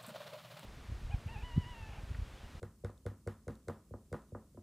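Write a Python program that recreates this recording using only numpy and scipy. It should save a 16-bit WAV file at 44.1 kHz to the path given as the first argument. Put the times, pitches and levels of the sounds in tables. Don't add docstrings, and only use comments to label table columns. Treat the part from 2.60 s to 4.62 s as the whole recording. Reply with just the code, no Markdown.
import sys
import numpy as np
from scipy import signal
from scipy.fft import rfft, irfft
from scipy.io import wavfile

SR = 44100
rng = np.random.default_rng(int(sys.argv[2]) if len(sys.argv) > 2 else 0)


def ratio_of_db(decibels):
    return 10 ** (np.asarray(decibels, float) / 20)


def materialize(psi):
    bounded = np.clip(np.atleast_2d(psi).T, -1, 1)
    quanta = np.round(bounded * 32767).astype(np.int16)
    wavfile.write(sys.argv[1], SR, quanta)


N = 89082


def at_hz(points, hz, column=1):
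    p = np.array(points)
    return np.interp(np.log(hz), np.log(p[:, 0]), p[:, column])


def coloured(x, spectrum):
    hz = np.fft.rfftfreq(x.shape[-1], 1 / SR) + 1
    points = [(1, -200)] + list(spectrum) + [(2 * spectrum[-1][0], -90)]
    gain = ratio_of_db(at_hz(points, hz))
    gain = gain / np.sqrt(np.mean(gain ** 2))
    return irfft(rfft(x) * gain, x.shape[-1])


def clicks(start_s, level_db):
    out = np.full(N, 1e-18)
    out[(np.asarray(start_s) * SR).astype(int)] = ratio_of_db(level_db)
    return out


def soften(x, cut_hz):
    r = np.exp(-2 * np.pi * cut_hz / SR)
    two_poles = [(1 - r) ** 2, 0, 0, 1, -2 * r, r * r]
    return signal.sosfilt([two_poles] * 2, x)


def swell(x, rise_s, t60_s):
    up = np.exp(-1 / (rise_s * SR))
    down = ratio_of_db(-60 / (t60_s * SR))
    return signal.lfilter([1 - up], np.poly([up, down]), x)


def pair(spectrum, alike):
    mid, side = coloured(rng.standard_normal((2, N)), spectrum)
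    opposite = np.array([[1], [-1]])
    return np.sqrt((1 + alike) / 2) * mid + np.sqrt((1 - alike) / 2) * side * opposite


# pitch_hz, relative level_db (per Hz)
RUMBLE_SPECTRUM = [(25, -5), (55, 10), (100, 0.5), (200, 0), (400, -13.5), (800, -27.5), (1600, -31.5),
                   (3000, -36)]
# pitch_hz, relative level_db (per Hz)
SHARED_HISS_SPECTRUM = [(1500, -19), (3000, -7), (5000, -2.5), (8000, 1), (11000, -2.5), (13500, -8),
                        (15600, -3)]
# pitch_hz, relative level_db (per Hz)
SIDE_HISS_SPECTRUM = [(60, -11), (500, -11.5), (2000, -13), (6000, -8.5), (11000, -8.5), (15600, -11)]


def background():
    rumble_db, shared_hiss_db, side_hiss_db = -63.5, -78.5, -81.5
    a, b, c = rng.standard_normal((3, N))
    rumble = ratio_of_db(rumble_db) * coloured(a, RUMBLE_SPECTRUM)
    shared_hiss = ratio_of_db(shared_hiss_db) * coloured(b, SHARED_HISS_SPECTRUM)
    side_hiss = ratio_of_db(side_hiss_db) * coloured(c, SIDE_HISS_SPECTRUM)
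    return rumble + shared_hiss + side_hiss * np.array([[1], [-1]])


# start_s, level_db (of the click before softening)
PAD_LANDINGS = [(.017, -38.5), (.235, -31.5), (.452, -32), (0.662, -33), (.867, -35), (1.071, -39),
                (1.306, -39.5), (1.514, -35.5), (1.718, -38.5), (1.943, -47)]


def pad_pushes():
    return soften(clicks(*np.transpose(PAD_LANDINGS)), cut_hz=783)


# pitch_hz, t60_s (time to fall 60 dB),
# pad_db, nail_db, slap_db (how strongly each contact drives it, before random scatter)
BODY_MODES = [(59.2, 0.38, -13.5, -4, -39), (97.8, .18, -3.5, 3.5, -11.5), (152.7, 0.16, -18, 3, -36),
              (217, 0.28, -8.5, -11, -12.5), (250, 0.061, -3.5, 7, -1), (355.5, 0.1, -9, 7, -7.5),
              (474.3, 0.051, -6.5, 11, -6), (575.8, 0.037, -12, 9, -0.5), (744, 0.028, -29, 0, -10),
              (988, 0.048, -28, 2.5, -2.5), (1218, 0.045, -21, -9, 1), (1470, 0.023, -50, 10.5, -2),
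              (1823, 0.022, -48, 0, -3), (2103, 0.029, -53, 13, -30.5)]


def body(pushes):
    scatter_db = 4.5
    lag_at_100_hz_s = 0.00691
    out = np.zeros(N)
    for k, (hz, t60_s, *drive_db) in enumerate(BODY_MODES):
        strengths = ratio_of_db(np.array(drive_db) + scatter_db * rng.standard_normal(3))
        push = strengths @ pushes
        r, w = ratio_of_db(-60 / (t60_s * SR)), 2 * np.pi * hz / SR
        ring = signal.lfilter([0, np.sin(w)], [1, -2 * r * np.cos(w), r * r], push)
        lag = int(lag_at_100_hz_s * np.sqrt(100 / hz) * SR)
        out[lag:] += (-1) ** k * ring[:N - lag]
    return out


# pitch_hz, t60_s (time to fall 60 dB), level_db
ROOM_ECHOES = [(60, 0.24, 11.5), (123, 0.33, 15.5), (250, 0.43, 23), (500, .35, 21), (900, 0.32, 22.5),
               (1450, 0.4, 24.5), (2070, 0.19, 20), (3030, 0.44, 2)]
# level_db for pad, nail, slap
ECHO_FEED = [-12, 18, 9.5]


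def room(pushes):
    build_up_s = .004
    t, echo = np.arange(SR // 2) / SR, 0
    edges = 45 * 2 ** np.arange(0, 6.6, .5)
    for low, high in zip(edges, edges[1:]):
        hz = np.sqrt(low * high)
        t60_s = at_hz(ROOM_ECHOES, hz)
        level_db = at_hz(ROOM_ECHOES, hz, column=2)
        band_pass = signal.butter(2, [low, high], "band", fs=SR, output="sos")
        band = signal.sosfilt(band_pass, rng.standard_normal(len(t)))
        even_out = np.sqrt(2 * np.log(1000) / (t60_s * SR))
        echo = echo + band * ratio_of_db(level_db - 60 * t / t60_s) * even_out
    echo = echo * (1 - np.exp(-t / build_up_s))
    return signal.fftconvolve(ratio_of_db(ECHO_FEED) @ pushes, echo)[:N]


# start_s, level_db (of the click before it is shaped)
NAIL_TICKS = [(0.0284, -54), (0.2459, -52), (0.4629, -51), (0.6732, -49), (0.8796, -52), (1.0825, -49),
              (1.5267, -50)]


def nail_pushes():
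    return soften(clicks(*np.transpose(NAIL_TICKS)), cut_hz=2380)


# pitch_hz, relative level_db (per Hz)
PUFF_SPECTRUM = [(2600, -44.5), (3600, 6.5), (5000, -4), (7500, 4.5), (10000, -2), (13000, -17.5),
                 (15500, -20)]


def bright_puffs(start_clicks, t60_s):
    return swell(start_clicks, 0.00043, t60_s) * pair(PUFF_SPECTRUM, alike=0.94)


def nail_cracks():
    return ratio_of_db(0.5) * bright_puffs(clicks(*np.transpose(NAIL_TICKS)), t60_s=0.013)


# pitch_hz, relative level_db (per Hz)
RUSTLE_SPECTRUM = [(2500, 2), (4000, 0.5), (6000, -4.5), (9000, -5.5), (12000, -7), (15500, -12)]


def filings():
    rustle_db, grains_per_s, spread_db = -16.5, 2000, -1
    sizes = ratio_of_db(spread_db * np.minimum(rng.exponential(1, N), 5)) * rng.choice([-1, 1], N)
    hits = rng.random(N) < grains_per_s / SR
    grains = coloured(sizes * hits, RUSTLE_SPECTRUM)
    envelope = swell(clicks(*np.transpose(NAIL_TICKS)), rise_s=0.0072, t60_s=0.28)
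    return ratio_of_db(rustle_db) * envelope * grains / grains.std()


# start_s, level_db (of the click before softening), cut_hz (lower = softer contact)
SHEET_SLAPS = [(.044, -37, 250), (.262, -43.5, 250), (0.293, -43.5, 900), (0.48, -32.5, 250),
               (0.51, -40.5, 500), (.689, -36.5, 396), (0.894, -33.5, 600), (1.095, -35.5, 1210),
               (1.104, -51.5, 1200), (1.336, -37, 900), (1.541, -36, 1330), (1.747, -37.5, 1210),
               (1.774, -51, 790), (1.971, -40.5, 694), (1.974, -46, 714)]


def slap_pushes():
    return sum(soften(clicks([start_s], level_db), cut_hz) for start_s, level_db, cut_hz in SHEET_SLAPS)


# start_s, level_db (of the click before it is shaped)
FILING_DROPS = [(0.301, -67.5), (0.3775, -68), (0.9533, -63), (1.03, -75.5), (1.6192, -71), (1.6931, -74)]


def dropping_filings():
    return ratio_of_db(4) * bright_puffs(clicks(*np.transpose(FILING_DROPS)), t60_s=0.009)


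def scene():
    pushes = np.array([pad_pushes(), nail_pushes(), slap_pushes()])
    struck = body(pushes) + room(pushes)
    bright = nail_cracks() + filings() + dropping_filings()
    return struck + bright + background()


def band_limit(x):
    return signal.sosfilt(signal.butter(12, 16250, fs=SR, output="sos"), x)


def record(dry):
    bass_cut = signal.butter(3, 45.3, "high", fs=SR, output="sos")
    top_cut = signal.cheby2(24, 50, 15650, fs=SR, output="sos")
    mix = signal.sosfilt(top_cut, signal.sosfilt(bass_cut, dry))
    return band_limit(mix)


dry = scene()
out = record(dry)
materialize(out)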